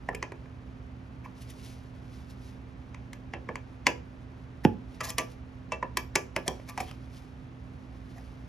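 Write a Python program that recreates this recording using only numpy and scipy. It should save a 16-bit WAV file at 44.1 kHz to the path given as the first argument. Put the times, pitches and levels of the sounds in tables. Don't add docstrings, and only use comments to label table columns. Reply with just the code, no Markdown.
import sys
import numpy as np
from scipy import signal
from scipy.fft import rfft, irfft, next_fast_len
from scipy.io import wavfile

SR = 44100
rng = np.random.default_rng(int(sys.argv[2]) if len(sys.argv) > 2 else 0)


def transcribe(u):
    v = np.clip(np.atleast_2d(u).T, -1, 1)
    q = np.round(v * 32767).astype(np.int16)
    wavfile.write(sys.argv[1], SR, q)


N = 373968
TIME = np.arange(N) / SR
RING = np.arange(SR // 2) / SR
POP_S = 4.6505


def amp(db):
    return 10 ** (np.asarray(db) / 20)


def unit(x):
    return x / np.sqrt(np.mean(x ** 2))


def blow(x):
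    return x / np.sqrt(np.sum(x ** 2) / (SR / 40))


def along(points, hz):
    f, value = np.transpose(points)
    return np.interp(np.log(hz + 1), np.log(f), value)


def colour(x, points):
    size = next_fast_len(len(x) + 4096) * 2
    gain = amp(along(points, np.fft.rfftfreq(size, 1 / SR)))
    cepstrum = irfft(np.log(gain))
    cepstrum[1:size // 2] *= 2
    cepstrum[size // 2 + 1:] = 0
    response = np.exp(rfft(cepstrum))
    return irfft(rfft(x, size) * response)[:len(x)]


def band(x, lo_hz, hi_hz, order=2):
    edges = [lo_hz, min(hi_hz, SR / 2 - 1)]
    sos = signal.butter(order, edges, "band", fs=SR, output="sos")
    return signal.sosfilt(sos, x + 1e-18)


def fade(t60):
    return np.exp(-np.log(1000) * RING / t60)


def ring(modes, scatter_db):
    total = 0
    for hz, db, t60 in modes:
        level = amp(db + scatter_db * rng.standard_normal()) * rng.choice([-1, 1])
        total = total + level * fade(t60) * np.sin(2 * np.pi * hz * RING)
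    return total


def walk(rate):
    knots = rng.standard_normal(int(N / SR * rate) + 2)
    return np.interp(TIME * rate, np.arange(len(knots)), knots)


def grains(rate, scatter_db):
    hits = rng.random(N) < rate / SR
    sizes = rng.standard_normal(N) * amp(scatter_db * rng.standard_normal(N))
    return unit(hits * sizes)


def add(track, s, sound):
    start = int(s * SR)
    track[start:start + len(sound)] += sound[:N - start]


# frequency in Hz, relative level in dB per Hz.
AIR = [(25, -32), (45, -7), (68, 2), (95, -4.5), (170, -8), (400, -19), (1200, -28), (2500, -34.5),
       (5000, -47.5), (8000, -53), (12000, -72), (16000, -60.5)]
# frequency in Hz, level in dB, unsteadiness from 0 to 1.
HUM = [(61.6, -55, 0.9), (120.2, -51, 0.16), (257.9, -54, 0.07)]
# frequency in Hz, side filter gain in dB.
DIFFUSE = [(60, -16.5), (250, -9.5), (500, -3), (1000, 0), (2000, -0.5), (8000, -10)]


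def workshop(air_db=-47):
    mid, side = (amp(air_db) * unit(colour(rng.standard_normal(N), AIR)) for _ in range(2))
    for hz, db, unsteady in HUM:
        waver = 1 + unsteady * (walk(14) + 1j * walk(22))
        line = np.real(waver * np.exp(2j * np.pi * hz * TIME))
        mid = mid + amp(db) * unit(line)
    spread = colour(side, DIFFUSE) * np.array([[1], [-1]])
    return (mid + spread) * np.minimum(TIME / .005, 1)


# frequency in Hz, t60 in seconds.
ROOM = [(150, 0.51), (500, 0.24), (2000, 0.23), (6000, 0.25), (13000, 0.22)]
# frequency in Hz, gain in dB.
WALLS = [(100, -19.5), (400, 4), (1200, -1), (3000, -2), (6000, -7.5), (12000, -8), (15000, 3)]


def room(x, wet_db=-9, side_db=-2, build_s=0.0012, echo_db=-15, echo_s=0.019):
    edges = np.geomspace(70, 16000, 9)
    tails = []
    for _ in range(2):
        noise = rng.standard_normal(len(RING))
        tail = 0
        for lo, hi in zip(edges, edges[1:]):
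            tail = tail + band(noise, lo, hi) * fade(along(ROOM, np.sqrt(lo * hi)))
        build = 1 - np.exp(-(RING / build_s) ** 2)
        tail = colour(tail * build, WALLS)
        tails.append(signal.fftconvolve(x, tail / np.sqrt(np.sum(tail ** 2)))[:N])
    echo = np.interp(TIME - echo_s, TIME, band(x, 40, 900, order=1), left=0)
    side = amp(side_db) * band(tails[1], 200, 5000, order=1)
    return amp(echo_db) * echo + amp(wet_db) * (tails[0] + side * np.array([[1], [-1]]))


def stroke(s, length_s, rise_share=0.56, fall_db=12):
    before = (s - TIME) / rise_share
    after = (TIME - s) / (1 - rise_share)
    away = np.maximum(before, after) / length_s
    return amp(-fall_db * np.minimum(away, 10))


# frequency in Hz, relative level in dB per Hz.
CLOTH = [(600, -33), (2000, 3.5), (5200, 3), (7000, -3), (9000, -1.5), (11000, -9.5), (15500, -17)]
# strongest moment in seconds, length in seconds, level in dB before the overall trim.
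RUBS = [(1.42, 0.072, -51.5), (1.505, 0.034, -48), (1.676, 0.33, -54), (2.167, 0.23, -59.5),
        (2.308, 0.059, -55), (2.473, 0.22, -60), (4.947, 0.11, -60), (5.319, 0.076, -57), (6.57, 0.45, -64),
        (6.833, 0.29, -54.5), (7.175, 0.23, -59), (8.213, 1, -65.5)]


def rustle(flutter_db=2, trim_db=-2, hold_db=-73.5, brisk_db=-61):
    power = amp(hold_db) ** 2
    for s, length_s, db in RUBS:
        power = power + (amp(db) * stroke(s, length_s)) ** 2
    rubbing = np.sqrt(power)
    cloth = unit(colour(grains(rate=5000, scatter_db=0.5), CLOTH))
    hiss = band(colour(grains(rate=5400, scatter_db=5), CLOTH), 8000, 16000)
    hiss = hiss * rubbing / amp(brisk_db)
    return rubbing * amp(trim_db + flutter_db * walk(45)) * (cloth + hiss)


# mode in Hz, relative level in dB while sealed, relative level in dB once loose, t60 in seconds.
LID = [(341, 6.5, -11, 0.13), (492.3, -6, 1, 0.32), (640, -10, 4, 0.23), (855, -7.5, -2, 0.12),
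       (992, 5.5, 4, 0.12), (1167, -14.5, 2.5, .2), (1696, -1.5, -2, 0.11), (1940, -5, -1.5, .11),
       (2300, -3, -4, .13), (2463, 1.5, -2, .085), (2670, 0.5, -3, .13), (2898, 4.5, -3.5, 0.067),
       (3146, 2, -6.5, 0.052), (6280, -14.5, -7, 0.1)]


def lid_modes(s):
    return [(hz, sealed_db if s < POP_S else loose_db, t60) for hz, sealed_db, loose_db, t60 in LID]


# frequency in Hz, gain in dB.
RIM = [(130, -3.5), (780, 0.5), (1020, 6), (1200, -5.5), (1450, -9), (1800, 5), (2350, 1), (2750, -8),
       (3150, -3.5), (3550, -13), (4400, -10.5), (5000, -5.5), (7000, -3.5), (10500, -13), (15000, -24.5)]
# strongest moment in seconds, spread in seconds, level in dB, brightness in dB relative to it,
# squeal in Hz, squeal level in dB relative to the row's level.
SCRAPES = [(.132, 0.0037, -51, -16, 1270, 2), (0.46, 0.0018, -56, -20, 1090, 5),
           (1.251, 0.0068, -50, -9.5, 2240, -1.5), (1.262, 0.0016, -48, -16, 1010, 8.5),
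           (4.65, 0.0061, -41.5, -2, 1800, -6), (5.046, 0.0087, -39.5, 2, 1980, -7),
           (5.076, 0.016, -43.5, 0.5, 1000, -8), (5.097, 0.0047, -39, 1.5, 5250, -2),
           (6.473, 0.0068, -42.5, -4, 640, 5), (6.6, .0019, -47, -17, 620, 0),
           (6.694, 0.0086, -45, -0.5, 2230, -1), (6.81, .015, -51, 1, 1140, 0),
           (6.89, 0.018, -56, -10, 3200, -1), (8.18, 0.012, -56, -4.5, 730, 3)]


def scrapes(grit_db=-3, rasp_db=-2, lid_db=-4, catch_db=1.5, rattle_db=0, squeal_width=0.083, scatter_db=4):
    slips = grains(rate=9000, scatter_db=scatter_db) * amp(catch_db * walk(400))
    force = bite = squeals = 0
    for s, spread, db, bright_db, squeal_hz, squeal_db in SCRAPES:
        press = amp(db) * np.exp(-.5 * ((TIME - s) / spread) ** 2)
        force = force + press
        bite = bite + amp(bright_db) * press
        squeal = unit(band(slips, squeal_hz / (1 + squeal_width), squeal_hz * (1 + squeal_width)))
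        squeals = squeals + press * amp(squeal_db) * squeal
    rim = unit(colour(slips, RIM))
    dull = amp(rattle_db) * unit(band(rim, 500, 3450))
    rasp = amp(rasp_db) * unit(band(slips, 2700, 5850))
    grit = amp(grit_db) * unit(band(slips, 4700, 12500, order=3))
    bright = unit(unit(band(rim, 2600, 11500)) + rasp + grit)
    modes = band(ring(lid_modes(POP_S), scatter_db=-0.5), 650, 2800)
    lid = signal.fftconvolve(slips * force, modes / np.sqrt(np.sum(modes ** 2)))[:N]
    return force * dull + bite * bright + squeals + amp(lid_db) * lid


def slip(held_s, t60):
    decay = np.exp(-np.log(1000) * np.maximum(RING - held_s, 0) / t60)
    return decay * (1 - np.exp(-RING / 0.000096))


def free_ring(lid, lo_hz, hi_hz, db):
    return amp(db) * blow(band(lid, lo_hz, hi_hz, order=3))


# start in seconds, length of the slip in seconds, level in dB, then edge, sheen and body in dB
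# relative to it, flex pitch in Hz, flex in dB, clack pitch in Hz, tick of the blade's edge in Hz,
# free ring of the lid in dB, lid mode that pings in Hz, lift of that mode in dB.
CLICKS = [(0.0886, .0022, -34.5, -22.5, -25, -3, 753, -0.5, 1970, 5220, -20, 850, 11),
          (0.1476, .0043, -43, -5.5, -5.5, -16, 458, 1, 1810, 5100, -4, 2500, 12),
          (0.2264, .0023, -36.5, -8.5, -24, -6, 1040, -9, 2030, 4350, -4, 1697, 9),
          (0.3199, .0022, -49.5, -13, -17, 0.5, 420, 0, 1910, 4120, -18, 1920, 6),
          (2.9448, .0018, -50.5, -10.5, -26, -8, 1040, -28, 2080, 3750, -9.5, 1697, 7),
          (3.131, .0018, -50, -4, -9, -11, 1000, -30, 1960, 4100, -6, 2500, 4),
          (3.3361, .0028, -40.5, -16, -48, -0.5, 760, -5.5, 1750, 4950, -3, 1697, -2),
          (3.489, .0028, -40, -23, -35, 1, 500, -4.5, 1910, 5030, -13.5, 991, 9.5),
          (3.5561, .0013, -41, -10.5, -18.5, -8.5, 1013, -10, 2190, 4600, -5.5, 2500, -3),
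          (3.8674, .00097, -22, -6, -17.5, -6, 1000, -10, 2170, 6900, -2, 2898, 3),
          (5.0056, .0095, -36, -6, -13, -5.5, 1340, -4.5, 2030, 6800, 5.5, 1172, 4),
          (5.103, .001, -46.5, 3.5, 7.5, -10, 1070, -11, 2500, 5400, 7, 2660, 3),
          (5.182, .0027, -29.5, -1, -3.5, -4, 697, -8.5, 1920, 5700, 6.5, 1172, -1),
          (5.72, .0036, -35.5, -9, -24.5, 0.5, 1035, -0.5, 2430, 6250, 6, 2660, 14.5),
          (5.827, .0052, -39, -20, -29, 1.5, 1026, 6, 1840, 5070, -10, 2660, 6),
          (5.9709, .0027, -32.5, -.5, -3, -7.5, 1050, -.5, 2220, 5480, -2.5, 2300, 11),
          (6.1544, .0012, -33, 3, -2, -8, 665, -21, 1560, 5200, 0.5, 850, 0),
          (6.1577, .00068, -28.5, -2.5, -10.5, -2, 910, -4, 2350, 6680, -1.5, 1697, 5),
          (6.363, .00084, -32, -7, -11.5, -1, 972, -22, 2170, 5180, -4.5, 1697, 9.5),
          (6.479, .0014, -38, 5.5, 2, 6, 700, -2.5, 2430, 5720, -11.5, 2310, 21),
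          (6.7765, .0012, -40.5, -5.5, -11, -6.5, 955, 1, 2370, 5400, 4, 2310, 1),
          (6.782, .0025, -50, -9, -22, -4, 766, 14, 2450, 5360, -14, 2310, 1),
          (6.802, .0085, -40.5, -3.5, -5, -2, 780, 6.5, 2510, 5240, -19, 2500, 12),
          (6.912, .001, -55, -3, -7, 0, 1300, 0, 2580, 5200, -9, 3150, 14)]


def clicks(crack_t60=0.016, body_t60=0.14, flex_t60=0.032, clack_t60=0.009, clack_db=-4,
           tick_t60=0.018, tick_db=-6, treble_hold=0.72, lead_db=-24, edge_ring_db=-8, sag=0.064,
           body_ring_db=-5, clatter_db=-5, clatter_t60=0.1, soft_db_per_octave=29.5):
    out = np.zeros(N)
    for (s, held_s, db, edge_db, sheen_db, body_db, flex_hz, flex_db,
         clack_hz, tick_hz, lid_db, ping_hz, ping_db) in CLICKS:
        grit = colour(rng.standard_normal(len(RING)), RIM)
        treble_s = held_s * treble_hold
        crack = grit * slip(treble_s, crack_t60)

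        pitch = flex_hz * (1 + sag * (2 * np.exp(-RING / 0.003) - 1))
        flex = blow(slip(held_s, flex_t60) * np.sin(2 * np.pi * np.cumsum(pitch) / SR))
        clack = blow(slip(treble_s, clack_t60) * np.sin(2 * np.pi * clack_hz * RING))
        tick = blow(slip(treble_s, tick_t60) * np.sin(2 * np.pi * tick_hz * RING))

        modes = []
        for hz, mode_db, t60 in lid_modes(s):
            lift_db = ping_db * np.exp(-((hz - ping_hz) / 70) ** 2)
            modes.append((hz, mode_db + lift_db, t60))
        clatter = blow(band(grit, 1500, 9000) * fade(clatter_t60))
        lid = blow(ring(modes, scatter_db=1.5)) + amp(clatter_db) * clatter

        reach_hz = max(3500 * 2 ** (edge_db / soft_db_per_octave), 1500)
        middle = blow(band(crack, 1046, reach_hz, order=4)) + amp(clack_db) * clack
        middle = blow(middle + free_ring(lid, 930, 3950, lid_db))
        body = blow(band(grit, 128, 726, order=3) * slip(held_s, body_t60))
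        body = blow(body + amp(body_ring_db) * free_ring(lid, 272, 950, lid_db))
        edge = blow(band(crack, 3490, 7760, order=4)) + amp(tick_db) * tick
        edge = blow(edge + amp(edge_ring_db) * free_ring(lid, 4000, 9200, lid_db))
        sheen = blow(band(crack, 6330, 22000, order=3))
        click = middle + amp(flex_db) * flex + amp(body_db) * body
        click = click + amp(edge_db) * edge + amp(sheen_db) * sheen
        add(out, s, amp(db) * click)

        swell = blow(band(grit, 760, 5430) * fade(0.03))[SR // 20::-1]
        add(out, s - len(swell) / SR, amp(db + lead_db) * swell)
    return out


# frequency in Hz, gain in dB.
SNAP_COLOUR = [(400, 0.0), (900, -11), (1500, 5), (2600, 4.5), (4000, -12.0), (6000, -2), (9000, -19),
               (15000, -36)]
# mode in Hz, relative level in dB, t60 in seconds.
CAN = [(99.8, 0.5, 0.2), (197.5, -0.5, 0.2), (237, -17, .17), (304, 4.5, 0.15), (341, -7, .17),
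       (435, -22, 0.11), (517, -18, .14), (617, -14, .07), (847, -2.5, 0.17)]


def pop(start_hz=538, end_hz=95, glide_s=0.005, swell_s=0.0043, puff_db=-8.0, can_db=-27.0,
        snap_db=-32, thud_db=-26):
    hz = end_hz + (start_hz - end_hz) * np.exp(-RING / glide_s)
    swell = RING / swell_s * np.exp(1 - RING / swell_s)
    puff = swell * np.sin(2 * np.pi * np.cumsum(hz) / SR)
    snap = colour(rng.standard_normal(len(RING)) * fade(0.0026), SNAP_COLOUR)
    thud = band(rng.standard_normal(len(RING)) * fade(0.03), 522, 890, order=3)
    boom = ring(CAN, scatter_db=-2.0) * (1 - np.exp(-RING / 0.016))
    release = amp(puff_db) * puff + amp(can_db) * blow(boom)
    release = release + amp(snap_db) * blow(snap) + amp(thud_db) * blow(thud)
    out = np.zeros(N)
    add(out, POP_S, release)
    return out


def scene(pop_room_db=-3):
    work = clicks() + scrapes() + rustle()
    release = pop()
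    reflections = room(work + amp(pop_room_db) * release)
    return work + release + reflections + workshop()


# frequency in Hz, radians by which left leads.
PORT_PHASE = [(100, 0), (600, .15), (1600, -.1), (2900, .7), (4300, .8), (5400, .8), (6900, -1.3),
              (7900, -2.8), (9500, -4.4), (10800, -5.9), (12300, -6.7), (14500, -9.3)]
# frequency in Hz, left minus right in dB.
PORT_BALANCE = [(60, -4.5), (110, -2), (200, -7), (380, -2.5), (1290, -2.5), (2380, 1.5), (4400, 2.5),
                (15000, 0)]


def record(dry, top_hz=16100):
    size = next_fast_len(N + 4096) * 2
    hz = np.fft.rfftfreq(size, 1 / SR)
    left = amp(along(PORT_BALANCE, hz) / 2) * np.exp(.5j * along(PORT_PHASE, hz))
    ports = irfft(rfft(dry, size) * np.array([left, 1 / left]))[:, :N]
    low_pass = signal.ellip(8, .2, 70, top_hz, fs=SR, output="sos")
    return signal.sosfilt(low_pass, ports)


dry = scene()
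out = record(dry)
transcribe(out)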